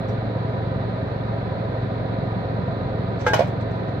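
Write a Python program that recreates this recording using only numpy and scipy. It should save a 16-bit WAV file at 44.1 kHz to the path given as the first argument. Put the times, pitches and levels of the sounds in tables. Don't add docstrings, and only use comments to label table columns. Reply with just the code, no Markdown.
import sys
import numpy as np
from scipy import signal
from scipy.fft import rfft, irfft
from scipy.io import wavfile

SR = 44100
rng = np.random.default_rng(int(sys.argv[2]) if len(sys.argv) > 2 else 0)


def output_pcm(signal):
    pcm = np.clip(np.atleast_2d(signal).T, -1, 1) * 32767
    wavfile.write(sys.argv[1], SR, np.round(pcm).astype(np.int16))


N = 176400
T = np.arange(N) / SR
HZ = np.arange(N // 2 + 1) * SR / N
SIDES = np.array([[.5], [-.5]])

# time_s, turns_per_s
MOTOR_SPEED = [(0, 22.53), (1.2, 22.45), (2.2, 22.41), (2.8, 22.17), (3.1, 22.2), (4, 22.45)]
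# frequency_hz, relative_db
AIR_COLOUR = [(20, -42), (34, -32), (46, -7.5), (75, -5.5), (115, 0.5), (180, 3), (230, -5.5), (268, -1),
              (320, -8.5), (410, -2.5), (480, -5.5), (530, -1.5), (590, -7.5), (660, -6.5), (740, -9.5),
              (870, -15), (990, -9.5), (1110, -19.5), (1230, -18.5), (1500, -18), (1850, -20.5),
              (2400, -27), (2950, -34), (3500, -30.5), (4000, -30), (4450, -35.5), (4900, -45.5),
              (6200, -56), (7500, -63.5), (10000, -64.5), (13000, -62), (15500, -66.5)]
# pitch_hz, width_hz, lift_db
DUCT_PEAKS = [(541.4, 27, 2), (659.5, 35, 6), (766, 33, 4), (985, 35, 4.5), (1225, 56, 7.5),
              (1545, 36, 3.5), (1840, 61, 3.5), (2180, 42, 0)]
# frequency_hz, coherence (0-1), left_minus_right_db, left_lead_rad
AIR_IMAGE = [(60, 1, 2.5, -0.03), (230, 0.98, -2.5, 0.79), (345, 0.89, -1, -1.44), (490, 0.86, -2.5, -0.72),
             (735, 0.63, 0, -.6), (973, 0.8, -1, -2), (1470, 0.3, -3.5, -1.4), (1740, 0.08, 0, -4),
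             (2510, 0.2, -1.5, -8), (3360, .55, -5, -10), (4100, 0.1, -12.5, -12), (5700, 0.6, -7.5, -14.5),
             (9100, 0, 0, -27.5)]
AIR_DB, AIR_FLICKER_DB, AIR_PULSE_DEPTH = -27.5, 0.11, 0.039
# frequency_hz, relative_db
HOUSING_COLOUR = [(22, -50), (44, -13.5), (67, -16), (89, -9), (112, 0), (134, -6.5), (157, -12),
                  (179, -9.5), (202, -14.5), (246, -19.5), (330, -23.5), (700, -41), (2000, -88)]
FIRST_THROB_S, THROB_DB, THROB_SCATTER_DB, THROB_JITTER_S = 0.0044, -27.5, 0.5, 0.00005
WALL_ECHO_S, WALL_ECHO_DB = .0355, -11.5

# frequency_hz, left_minus_right_db
TREBLE_BALANCE = [(6500, 0), (8000, 14), (10500, 9), (13000, 10), (15500, -3)]
MODE_SPACING_HZ, MODE_RIPPLE_DB = 45, 5.5
# start_s, level_db, rise_s, t60_s, left_minus_right_db, top_gain_db
HAND_TOUCHES = [(.088, -51.5, 0.0087, 0.24, 1, 1.5), (3.194, -54, .004, 0.092, 0, -12),
                (3.212, -41.5, 0.0078, 0.13, -4, -17), (3.282, -33, .012, 0.15, 0, 0),
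                (3.397, -33.5, 0.0091, 0.058, 4, -5), (3.476, -52, .004, 0.18, 9, 2),
                (3.612, -53, .005, 0.11, 4.5, -10), (3.712, -57, .003, 0.12, 8, -3),
                (3.758, -61, .003, 0.12, 4, -4), (3.803, -62, .003, 0.087, 0, -12),
                (3.887, -56, 0.0045, 0.11, 0, -10)]
# frequency_hz, relative_db
TOUCH_COLOUR = [(500, -6), (2300, 11), (4000, 0), (6200, 1), (7800, -10), (9200, -26.5), (12000, -15.5),
                (15000, -18.5)]
TOUCH_TOP_HZ = 8570
# start_s, level_db, pitch_hz, t60_s
PITCHED_TICKS = [(.089, -56, 5730, 0.099), (.089, -69, 7850, 0.072), (3.213, -51, 6150, 0.11)]

# pitch_hz, t60_s, knob_blow_db, edge_blow_db, left_minus_right_db
LID_MODES = [(493, .085, 0, -4, -2), (812, .16, -20, -5, 0), (856, .6, -8, -22, 1), (972, .08, -16, -4, -1),
             (1325, .05, -1, -6, 0), (1367, .14, -12, -14, -1), (1452, .25, -18, -2, -2),
             (1613, .9, -6, -26, 4), (2080, .11, -10, -24, -2), (2239, .35, -34, -13, -2),
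             (2390, .11, -24, -6, -2), (3008, .09, -23, -4, 5), (3395, .18, -29, -18, -4),
             (3680, .25, -28, -24, -1), (4285, .07, -34, -15, 0), (5058, .11, -33, -11, -2),
             (6008, .08, -32, -13, 0), (6230, .09, -27, -18, 0)]
# start_s, ring_db, place (0 knob, 1 edge), undamped_s, crack_db, contact_s
LID_BLOWS = [(3.2641, -11, 0.14, 0.063, -16.5, .004), (3.3341, -19, 0.88, .3, -14.5, 0.00017),
             (3.3411, -27, 0.38, 0.053, -23.5, 0.0007), (3.362, -38, 0.77, 0.022, -28, .001)]
RIM_DAMPING_T60_S, RING_RISE_SHARE = 0.035, .3
# frequency_hz, relative_db
CRACK_COLOUR = [(200, -33), (600, 12.5), (1400, -1.5), (2500, -10), (4000, -12.5), (6300, -22.5),
                (9000, -37), (11000, -35), (14500, -35), (16000, -37)]
CRACK_T60_S, CRACK_TAIL_DB, CRACK_TAIL_T60_S = 0.049, -9.5, 0.27
# start_s, level_db, t60_s
RIM_CHINKS = [(3.3342, -38, .035), (3.343, -31, 0.066)]
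# frequency_hz, relative_db
CHINK_COLOUR = [(2000, -25), (6200, 8), (9000, -16), (11500, -8), (13000, -7), (14700, 0), (15400, -15)]
# pitch_hz, t60_s, level_db
POT_MODES = [(554, 0.057, 5.5), (609, 0.022, 16), (659, 0.091, 1.5), (960, 0.043, -21), (1600, 0.11, -27),
             (2320, 0.12, -18.5)]
# start_s, level_db, crack_db, pitch_ratio
POT_BUMPS = [(3.3924, -13.5, -28, .96), (3.4064, -14, -31, 1.04), (3.4195, -26, -38, 1.08),
             (3.674, -29, -60, .86)]
POT_PAN_DB, POT_RISE_S = -5.5, .004
ROOM_DB, ROOM_T60_S, LEFT_LAG_S, TOP_HZ = -14, .14, .00006, 15750


def undb(db):
    return 10 ** (np.asarray(db) / 20)


def unit(x):
    return x / np.sqrt(np.mean(x ** 2))


def curve(table, column=1):
    rows = np.array(table, float)
    return np.interp(np.log(HZ + 1), np.log(rows[:, 0]), rows[:, column])


def pan(db):
    return undb(SIDES * db)


def fade(age, t60):
    return np.exp(-np.log(1000) * np.clip(age / t60, 0, 10))


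def swell(age, rise_s):
    return 1 - np.exp(-age / rise_s)


def ring(age, hz, t60):
    return np.sin(2 * np.pi * hz * np.maximum(age, 0)) * fade(age, t60)


def wander(rate_hz):
    smoothing = np.exp(-np.minimum(HZ / rate_hz, 20) ** 2)
    return unit(irfft(rfft(rng.standard_normal(N)) * smoothing, N))


def contact_noise(colour):
    knots = rng.standard_normal(int(SR / MODE_SPACING_HZ))
    ripple_db = MODE_RIPPLE_DB * np.interp(HZ / MODE_SPACING_HZ, np.arange(len(knots)), np.tanh(knots))
    gain = undb(curve(colour) + ripple_db + SIDES * curve(TREBLE_BALANCE))
    return unit(irfft(rfft(rng.standard_normal((2, N))) * gain, N))


def air_rush(turns):
    shared, separate = rfft(rng.standard_normal(N)), rfft(rng.standard_normal((2, N)))
    coherence = np.clip(curve(AIR_IMAGE, 1), 0, 1)
    balance_db, lead_rad = SIDES * curve(AIR_IMAGE, 2), SIDES * curve(AIR_IMAGE, 3)
    pair = np.sqrt(coherence) * shared * np.exp(1j * lead_rad) + np.sqrt(1 - coherence) * separate
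    duct_db = sum(db / (1 + (2 * (HZ - hz) / width) ** 2) for hz, width, db in DUCT_PEAKS)
    rush = unit(irfft(pair * undb(curve(AIR_COLOUR) + duct_db + balance_db), N))
    pulse = 1 + AIR_PULSE_DEPTH * np.cos(2 * np.pi * turns)
    return rush * undb(AIR_DB + AIR_FLICKER_DB * wander(rate_hz=34)) * pulse


def motor_throb(turns):
    whole_turns = np.arange(int(turns[-1]) + 1)
    jitter, scatter = rng.standard_normal((len(whole_turns), 2)).T
    times = np.interp(whole_turns, turns, T) + FIRST_THROB_S + THROB_JITTER_S * jitter
    pushes = np.zeros(N)
    pushes[np.clip(times * SR, 0, N - 1).astype(int)] = undb(THROB_SCATTER_DB * scatter)
    cepstrum = irfft(np.log(undb(curve(HOUSING_COLOUR))), N)
    housing = irfft(np.exp(rfft(2 * cepstrum[:N // 2], N)), N)[:SR // 2]
    direct = signal.fftconvolve(pushes, housing)[:N]
    echo = undb(WALL_ECHO_DB) * np.interp(T - WALL_ECHO_S, T, direct)
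    return undb(THROB_DB) * unit(direct + echo)


def hand_touches():
    rub = contact_noise(TOUCH_COLOUR)
    top = irfft(rfft(rub) * (HZ > TOUCH_TOP_HZ), N)
    out = np.zeros((2, N))
    for start, db, rise, t60, side_db, top_db in HAND_TOUCHES:
        envelope = np.exp(np.clip((T - start) / rise, -20, 0)) * fade(T - start, t60)
        out += undb(db) * pan(side_db) * envelope * (rub + (undb(top_db) - 1) * top)
    return out


def pitched_ticks():
    return sum(undb(db) * ring(T - start, hz, t60) for start, db, hz, t60 in PITCHED_TICKS)


def crack(age, grit):
    return grit * (fade(age, CRACK_T60_S) + undb(CRACK_TAIL_DB) * fade(age, CRACK_TAIL_T60_S))


def lid_blows(grit):
    out = np.zeros((2, N))
    for start, db, place, undamped_s, crack_db, contact_s in LID_BLOWS:
        first = int(start * SR)
        age = T[:N - first]
        glass = sum(pan(side_db) * undb(knob_db + place * (edge_db - knob_db)) * ring(age, hz, t60)
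                    for hz, t60, knob_db, edge_db, side_db in LID_MODES)
        envelope = swell(age, RING_RISE_SHARE * contact_s) * fade(age - undamped_s, RIM_DAMPING_T60_S)
        out[:, first:] += undb(db) * glass * envelope
        out[:, first:] += undb(crack_db) * crack(age, grit[:, first:]) * swell(age, contact_s)
    return out


def rim_chinks():
    envelope = sum(undb(db) * (T >= start) * fade(T - start, t60) for start, db, t60 in RIM_CHINKS)
    return envelope * contact_noise(CHINK_COLOUR)


def pot_bumps(grit):
    out = np.zeros((2, N))
    for start, db, crack_db, pitch_ratio in POT_BUMPS:
        first = int(start * SR)
        age = T[:N - first]
        body = sum(undb(mode_db) * ring(age, hz * pitch_ratio, t60) for hz, t60, mode_db in POT_MODES)
        out[:, first:] += undb(db) * pan(POT_PAN_DB) * body * swell(age, POT_RISE_S)
        out[:, first:] += undb(crack_db) * crack(age, grit[:, first:])
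    return out


def small_room(direct):
    age = T[:SR // 2]
    tail = rng.standard_normal((2, len(age))) * fade(age, ROOM_T60_S) * swell(age, rise_s=0.0013)
    tail /= np.sqrt(np.sum(tail ** 2, axis=1, keepdims=True))
    return direct + undb(ROOM_DB) * signal.fftconvolve(direct, tail, axes=1)[:, :N]


def scene():
    grit = contact_noise(CRACK_COLOUR)
    left, right = lid_blows(grit) + pot_bumps(grit)
    clatter = np.array([np.interp(T - LEFT_LAG_S, T, left), right])
    turns = np.cumsum(np.interp(T, *np.array(MOTOR_SPEED).T)) / SR
    fan = motor_throb(turns) + air_rush(turns)
    return fan + small_room(clatter) + hand_touches() + pitched_ticks() + rim_chinks()


def record(dry):
    return signal.sosfilt(signal.ellip(10, .2, 80, TOP_HZ, fs=SR, output="sos"), dry)


dry = scene()
out = record(dry)
output_pcm(out)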